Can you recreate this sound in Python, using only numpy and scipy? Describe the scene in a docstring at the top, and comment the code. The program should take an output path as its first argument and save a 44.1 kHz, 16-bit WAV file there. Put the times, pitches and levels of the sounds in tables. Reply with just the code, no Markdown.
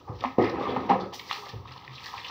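"""A soft footfall, then a plastic scoop knocks into a bucket on a tiled porch, under quiet outdoor air.
The scoop plunges, churns the water and pulls free with a gulp: noise bursts ring the bucket, sines are air pockets.
Water slaps the tiles, a bare foot steps over, and the scoop is emptied over a dog, whose coat dribbles:
filtered bursts, random clicks and swarms of tiny bubbles. Hard walls echo it all to a small, dull microphone."""
import sys
import numpy as np
from scipy import signal
from scipy.io import wavfile

SR = 44100
rng = np.random.default_rng(int(sys.argv[2]) if len(sys.argv) > 2 else 0)


def dump_mix(stems):
    """Bounce the given channels to the path in sys.argv[1] as a 16-bit WAV at rate SR."""
    frames = np.atleast_2d(stems).T  # one column per channel
    limited = np.clip(frames, -1, 1)  # hard clip at full scale
    pcm = np.round(limited * 32767).astype(np.int16)
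    wavfile.write(sys.argv[1], SR, pcm)


N = 101430  # length in samples: 2.3 s


def amp(db):
    """Decibels to gain."""
    return 10 ** (np.asarray(db) / 20)


def unit(x):
    """Scales to an energy of one."""
    return x / np.sqrt(np.sum(x ** 2) + 1e-20)


def read(points, hz):
    """Reads a spectrum on a log-frequency axis."""
    f, value = np.transpose(points)
    return np.interp(np.log(hz + 1), np.log(f), value)


def level(points):
    """A level curve in dB over time, as a gain per sample."""
    return amp(np.interp(np.arange(N) / SR, *np.transpose(points)))


def add(mix, start_s, sound):
    """Mixes a sound in at a time, cut off at the end of the scene."""
    part = mix[max(round(start_s * SR), 0):][:len(sound)]
    part += sound[:len(part)]


def seconds():
    """Time axis of one short event, half a second long."""
    return np.arange(SR // 2) / SR


def convolve(x, response):
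    """Convolves and keeps the length of x."""
    return signal.fftconvolve(x, response)[:len(x)]


def causal(db_at, size=4096):
    """Minimum-phase response with the gain db_at(Hz), so no filter sounds before its cause."""
    log_gain = np.log(amp(db_at(abs(np.fft.fftfreq(size, 1 / SR)))))
    spectrum = np.exp(np.conj(signal.hilbert(log_gain)))
    return np.fft.ifft(spectrum).real[:size // 2]


def colour(points):
    """Causal response of a spectrum table."""
    return causal(lambda hz: read(points, hz))


def hump(centre_hz, octaves, skirt_db):
    """Causal response of one broad hump; a larger skirt_db makes its flanks fall faster."""
    def db_at(hz):
        distance = np.log2((hz + 10) / centre_hz) / octaves
        return -skirt_db * np.log(1 + distance ** 2 / 2)
    return causal(db_at)


def bubble(hz, rise_s, t60_s, glide):
    """A ringing air pocket: a dying sine whose pitch glides in octaves per second until t60_s."""
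    t = seconds()
    turns = np.cumsum(hz * 2 ** (glide * np.minimum(t, t60_s))) / SR
    swell = np.minimum(t / rise_s, 1)
    decay = np.exp(-np.log(1000) * np.maximum(t - rise_s, 0) / t60_s)
    return np.sin(2 * np.pi * turns) * swell * decay


def clicks(per_s, spread_db, largest=3):
    """Random clicks of uneven size and either sign, with a mean power of one."""
    excess = np.minimum(rng.exponential(1, N), largest)
    size = amp(spread_db * excess) * rng.choice([-1, 1], N)
    return unit(size * (rng.random(N) < per_s / SR)) * np.sqrt(N)


def bubbles(gain, low_hz, high_hz, per_s, cycles, spread_db, count=32):
    """A swarm of bubbles that rise in pitch; the large, low ones tend to ring longer."""
    rise_octaves = 0.092  # over each bubble's t60
    out = np.zeros(N)
    for hz in np.geomspace(low_hz, high_hz, count) * rng.uniform(.96, 1.04, count):
        t60_s = cycles * rng.uniform(1.4, 4.8) / hz
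        ring = unit(bubble(hz, .5 / hz, t60_s, rise_octaves / t60_s))
        out += convolve(gain * clicks(per_s / count, spread_db), ring)
    return out / np.sqrt(count)


def burst(rise_s, fade_s):
    """A swell and fade of noise, of energy one."""
    t = seconds()
    envelope = np.minimum(t / rise_s, 1) * np.exp(-np.maximum(t - rise_s, 0) / fade_s)
    return unit(rng.standard_normal(len(t)) * envelope)


def blow(scatter_s, scatter_db):
    """One sharp impact with a noisy scatter of lesser contacts."""
    push = amp(scatter_db) * burst(scatter_s / 2, scatter_s)
    push[0] += 1
    return push


def clumps():
    """Water lands in clusters: a quickly wandering gain with a mean power of one."""
    depth_db, spacing_s = 4, .014
    knots = np.arange(0, N, spacing_s * SR)
    wander = np.interp(np.arange(N), knots, rng.uniform(-1.4, 1.1, len(knots)))
    return unit(amp(depth_db * wander)) * np.sqrt(N)


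def outdoor_air():
    """Quiet, steady air beyond the porch: coloured noise."""
    # spectrum of the open air: pitch_hz, level_db
    air_spectrum = [(20, -25), (45, -11.5), (70, 1), (120, 0.5), (190, -6), (450, -11), (1000, -13),
                    (1700, -31.5), (5000, -26.5), (16000, -29)]
    return amp(-57) * convolve(rng.standard_normal(N), unit(colour(air_spectrum)))


def porch(x, build_s=0.034):
    """Direct sound, a few wall reflections and a tail that dies band by band."""
    # decay of the porch echo: pitch_hz, t60_s
    decay_times = [(100, 0.48), (400, 0.24), (1000, 0.27), (3000, 0.33), (6000, 0.47), (15000, 0.46)]
    # share of the sound that the porch throws back: pitch_hz, level_db
    echo_spectrum = [(100, -4.5), (350, -5), (800, -5.5), (2000, -3.5), (6000, -8.5), (15000, -1)]
    # reflections off the near walls: delay_s, level_db
    near_walls = [(.0052, -28.5), (.0085, -22.5), (0.016, -12), (0.0189, -20.5)]
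    hz, t, bands = signal.stft(rng.standard_normal(SR), SR, nperseg=256)
    decay = np.exp(-np.log(1000) * t / read(decay_times, hz)[:, None])
    tail = signal.istft(bands * decay * np.minimum(t / build_s, 1), SR, nperseg=256)[1]
    response = convolve(unit(tail), colour(echo_spectrum))
    response[0] += 1  # direct sound
    for delay_s, db in near_walls:
        response[round(delay_s * SR)] += amp(db)
    return convolve(x, response)


def feet():
    """Bare feet: soft, dull noise thuds, and dying sines as the floor booms under shifting weight."""
    # bare feet on the floor: start_s, level_db, rise_s, fade_s
    footfalls = [(0.096, -38, 0.0028, 0.061), (1.531, -38, 0.0024, 0.039), (1.68, -73, 0.016, 0.065)]
    # spectrum of a footfall: pitch_hz, level_db
    thud_spectrum = [(30, -37.5), (60, 0), (85, 0.5), (130, 3.5), (180, -11), (320, -8.5), (500, -8.5),
                     (1000, -28.5), (2000, -79), (8000, -71)]
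    # booms of the floor: start_s, pitch_hz, level_db, rise_s, t60_s
    floor_booms = [(0.094, 119, -30, 0.0041, 0.1), (1.533, 98, -39, 0.012, 0.44),
                   (1.68, 130.2, -49.5, 0.018, 0.35), (1.87, 129.2, -45.5, 0.031, 0.43)]
    out = np.zeros(N)
    for start_s, db, rise_s, fade_s in footfalls:
        thud = unit(convolve(burst(rise_s, fade_s), colour(thud_spectrum)))
        add(out, start_s, amp(db) * np.sqrt(SR * fade_s / 2) * thud)  # longer thuds carry more energy
    for start_s, hz, db, rise_s, t60_s in floor_booms:
        add(out, start_s, amp(db) * bubble(hz, rise_s, t60_s, 0))
    return out


def dribble():
    """Water gurgles off the scoop and the dog's coat: a narrow band of clustered bubbles."""
    # gurgling over time: start_s, level_db
    gurgle_level = [(0, -58), (1.1, -61.5), (1.14, -55), (1.27, -53.5), (1.36, -45), (1.48, -47.5),
                    (1.63, -58.5), (1.7, -49), (1.79, -50.5), (1.94, -54), (2.09, -47.5), (2.135, -39),
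                    (2.18, -48.5), (2.3, -46.5)]
    return bubbles(level(gurgle_level) * clumps(), low_hz=809.0, high_hz=1300, per_s=760,
                   cycles=12, spread_db=3, count=16)


def spray():
    """Fine spray where water lands on bare tile: dense, bright clicks."""
    # spray over time: start_s, level_db
    spray_level = [(1.123, -65), (1.145, -33), (1.22, -57), (1.29, -48), (1.36, -44.5), (1.43, -49.5),
                   (1.49, -54), (1.53, -84), (1.94, -66), (2.06, -43.5), (2.13, -55), (2.3, -55)]
    # spectrum of the spray: pitch_hz, level_db
    spray_spectrum = [(1500, -32), (4000, -3), (7000, 4), (16000, -10.5)]
    droplets = level(spray_level) * clicks(per_s=4000, spread_db=2.5)
    return convolve(droplets, unit(colour(spray_spectrum)))


def spatter():
    """Drops on water and tiles: each lands as a tick, and tiny bubbles plink in the same clusters."""
    # spattering over time: start_s, level_db
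    spatter_level = [(0, -58.5), (.04, -76), (.19, -58), (.205, -53), (.27, -47), (.3, -61), (.378, -82),
                     (.39, -52.5), (.46, -46.5), (.52, -65), (.58, -60), (.63, -48), (.72, -55), (.86, -56),
                     (.91, -57.5), (.97, -69.5), (1.02, -60), (1.05, -66), (1.122, -68), (1.138, -41),
                     (1.17, -56), (1.27, -52), (1.325, -37.5), (1.41, -56.5), (1.495, -48), (1.51, -55),
                     (1.64, -71.5), (1.68, -51), (1.82, -57), (1.93, -56), (2.02, -49), (2.065, -43),
                     (2.11, -48), (2.3, -48.5)]
    # spectrum of ticks and plinks: pitch_hz, level_db
    spatter_spectrum = [(150, -34), (500, 2), (1000, -24.5), (1600, 13), (2200, 0.5), (3300, 4.5),
                        (4500, 2.5), (6000, 1), (9000, 0), (16000, -10)]
    plink_db = -2.5  # against the ticks
    gain = level(spatter_level) * clumps()
    ticks = gain * clicks(per_s=1500, spread_db=1)
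    plinks = bubbles(gain, low_hz=1845, high_hz=5285, per_s=480, cycles=13, spread_db=3, count=64)
    return convolve(ticks + amp(plink_db) * plinks, colour(spatter_spectrum))


def slaps():
    """Single blobs of water land: a first contact and its scattered droplets, through a broad hump."""
    # blobs landing: start_s, level_db, centre_hz, width_octaves, scatter_s
    blobs = [(0.2068, -16, 2970, 0.56, 0.0031), (0.252, -9, 2180, 0.29, 0.0035),
             (.495, -17, 4300, 0.55, 0.0055), (.68, -13.5, 3300, .25, 0.021),
             (1.001, -16, 4070, 0.47, 0.016), (1.124, -12, 881, 0.59, 0.014),
             (1.1941, -10, 2650, 0.78, 0.0051), (1.3104, -0.5, 1130, 0.57, 0.00073),
             (1.3109, -4.5, 2800, 0.48, 0.0041), (1.324, -17, 2410, 1.0, 0.011),
             (1.463, -14.5, 1020, 0.66, 0.0062), (1.4853, -15, 3570, 1, 0.012),
             (1.656, -18, 1140, 0.35, 0.00096), (1.8777, -15, 1800, 0.42, 0.0014),
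             (1.95, -17, 4100, 0.38, 0.011), (1.976, -16, 2800, 0.32, 0.01),
             (2.177, -11, 2200, 0.44, 0.0059), (2.245, -9, 2820, 0.33, 0.0054),
             (2.2808, -13.5, 3740, 0.69, 0.0073)]
    out = np.zeros(N)
    for start_s, db, hz, octaves, scatter_s in blobs:
        slap = convolve(blow(scatter_s, scatter_db=10), hump(hz, octaves, skirt_db=15.5))
        add(out, start_s, amp(db) * unit(slap))
    return out


def churning_water():
    """Bubbles swarm in the churned bucket, under a froth of dense clicks."""
    # churning over time: start_s, level_db
    churn_level = [(0, -50.5), (.06, -61.5), (.09, -45.5), (.19, -54), (.23, -38), (.3, -75.5), (.37, -53),
                   (.4, -31), (.5, -34.5), (.62, -30.5), (.7, -30.5), (.79, -35), (.87, -36), (.96, -38.5),
                   (1.04, -35.5), (1.13, -52.5), (1.3, -54.5), (2.3, -70)]
    # spectrum of the churning: pitch_hz, level_db
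    churn_spectrum = [(50, -11.5), (80, -9.5), (170, -10), (280, -3), (440, 0.5), (600, 0.5), (820, 1.5),
                      (1130, 1), (1500, 2), (1900, -14), (3000, -16), (6000, -57)]
    # froth of tiny bubbles over time: start_s, level_db
    froth_level = [(.37, -81), (.385, -54), (.46, -39), (.53, -51.5), (.65, -43), (.87, -53.5), (.93, -41),
                   (1, -73)]
    churn = bubbles(level(churn_level), low_hz=79.4, high_hz=2480, per_s=1300, cycles=7, spread_db=1.5)
    froth = level(froth_level) * clicks(per_s=14000, spread_db=2)
    return convolve(churn, colour(churn_spectrum)) + convolve(froth, unit(hump(1800, 0.66, skirt_db=18)))


def gulps():
    """Large air pockets and bubbles in the bucket: single dying sines that glide in pitch."""
    # air pockets: start_s, pitch_hz, level_db, rise_s, t60_s, glide_octaves_per_s
    air_pockets = [(.383, 274, -12.5, 0.0028, 0.022, 2), (.393, 366.1, -17, 0.0022, 0.14, 0),
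                   (.413, 301, -14.5, 0.0013, 0.055, 8), (.385, 103, -31.5, 0.017, 0.29, 1),
                   (0.526, 344, -30.5, 0.019, 0.053, -2), (0.607, 1107, -27, 0.0022, 0.049, 8),
                   (.654, 1134, -24, 0.0022, 0.033, 8.5), (0.689, 461, -32, 0.0033, 0.067, 1),
                   (.72, 288, -30, 0.0035, 0.085, -13), (.852, 250.4, -34, 0.0044, 0.054, -11),
                   (.896, 787.4, -18, 0.0059, 0.19, 0.5), (.897, 918, -21.5, 0.009, 0.11, 3.5),
                   (.897, 179.5, -27, 0.012, 0.24, 2), (.903, 262, -23, 0.0078, 0.059, -5.5),
                   (.93, 712, -21, 0.0095, 0.056, -1.5), (.95, 509, -25.5, 0.0096, 0.091, 2),
                   (1.053, 513, -33, 0.0086, 0.033, 12), (1.381, 423, -46, 0.007, 0.28, -1)]
    out = np.zeros(N)
    for start_s, hz, db, rise_s, t60_s, glide in air_pockets:
        add(out, start_s, amp(db) * bubble(hz, rise_s, t60_s, glide))
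    return out


def ring_bucket(push, modes):
    """The bare push plus the bucket's ring to it, together of energy one."""
    ring_db = -10.5  # against the bare push
    return unit(unit(push) + amp(ring_db) * unit(convolve(push, modes)))


def ringing_bucket():
    """Scoop knocks and softer noise bursts set off the resonances of the bucket with its water and air."""
    # resonances of the bucket: pitch_hz, level_db, t60_s
    resonances = [(270, -1.5, 0.14), (355, -8, 0.29), (493, -11.5, 0.2), (797, -3, 0.33), (867, -0.5, 0.14),
                  (1093, -4, 0.11), (1263, -2.5, 0.32), (1831, 1.5, .2), (1986, -8.5, .25)]
    # scoop against the bucket: start_s, level_db, centre_hz, width_octaves
    knocks = [(.2392, 3.5, 883, 0.63), (0.244, 0.5, 853, 0.67), (0.243, -6.5, 263, 0.16),
              (0.7634, 3, 856, 0.65), (0.772, -2.5, 318, 0.8)]
    # noise bursts that ring the bucket, first a scuff underfoot, then water shoved by the scoop:
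    # start_s, level_db, rise_s, fade_s, centre_hz, width_octaves
    noise_bursts = [(0.071, -40.5, .008, 0.049, 870, 0.64), (.380, -18.5, 0.0044, 0.033, 450, 0.88),
                    (.394, -34.5, .003, 0.033, 2006, 0.094), (.436, -32.5, 0.0044, 0.045, 1590, 0.61),
                    (0.721, -63, 0.048, 0.018, 89, 0.39), (.890, -16.5, 0.0093, 0.024, 730, 1),
                    (0.901, -40.5, 0.018, 0.042, 127, 1.0)]
    rattle_s, rattle_db = 0.0052, 3  # rattle with each knock, against its first contact
    modes = sum(amp(db) * bubble(hz, 1 / hz, t60_s, 0) for hz, db, t60_s in resonances)
    out = np.zeros(N)
    for start_s, db, hz, octaves in knocks:
        push = convolve(blow(rattle_s, rattle_db), hump(hz, octaves, skirt_db=17.5))
        add(out, start_s, amp(db) * ring_bucket(push, modes))
    for start_s, db, rise_s, fade_s, hz, octaves in noise_bursts:
        push = convolve(burst(rise_s, fade_s), hump(hz, octaves, skirt_db=22.5))
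        gain = amp(db) * np.sqrt(SR * fade_s / 2)  # longer bursts carry more energy
        add(out, start_s, gain * ring_bucket(push, modes))
    return out


def scene():
    """All sources echo on the porch, over quiet outdoor air that does not."""
    falling_water = dribble() + spray() + spatter() + slaps()
    bucket = churning_water() + gulps() + ringing_bucket()
    return (porch(feet() + falling_water + bucket) + outdoor_air())[None]


def record(dry):
    """A small microphone with dull treble, then a steep upper band limit."""
    # microphone response: pitch_hz, level_db
    mic_spectrum = [(20, -11), (70, 1), (540, 3), (625, -5.5), (740, 0), (1290, 1), (1370, -13),
                    (1550, -11.5), (1850, -0.5), (2400, -2), (4000, 0), (5900, -3.5), (6550, -17),
                    (7200, -18.5), (8200, -24.5), (13400, -22.5), (15000, -3), (16000, -10)]
    edge_hz = 15700
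    heard = convolve(dry[0], colour(mic_spectrum))
    band_limit = signal.firwin(511, edge_hz, window=("kaiser", 9), fs=SR)
    return signal.fftconvolve(heard, band_limit, "same")[None]


dry = scene()
out = record(dry)
dump_mix(out)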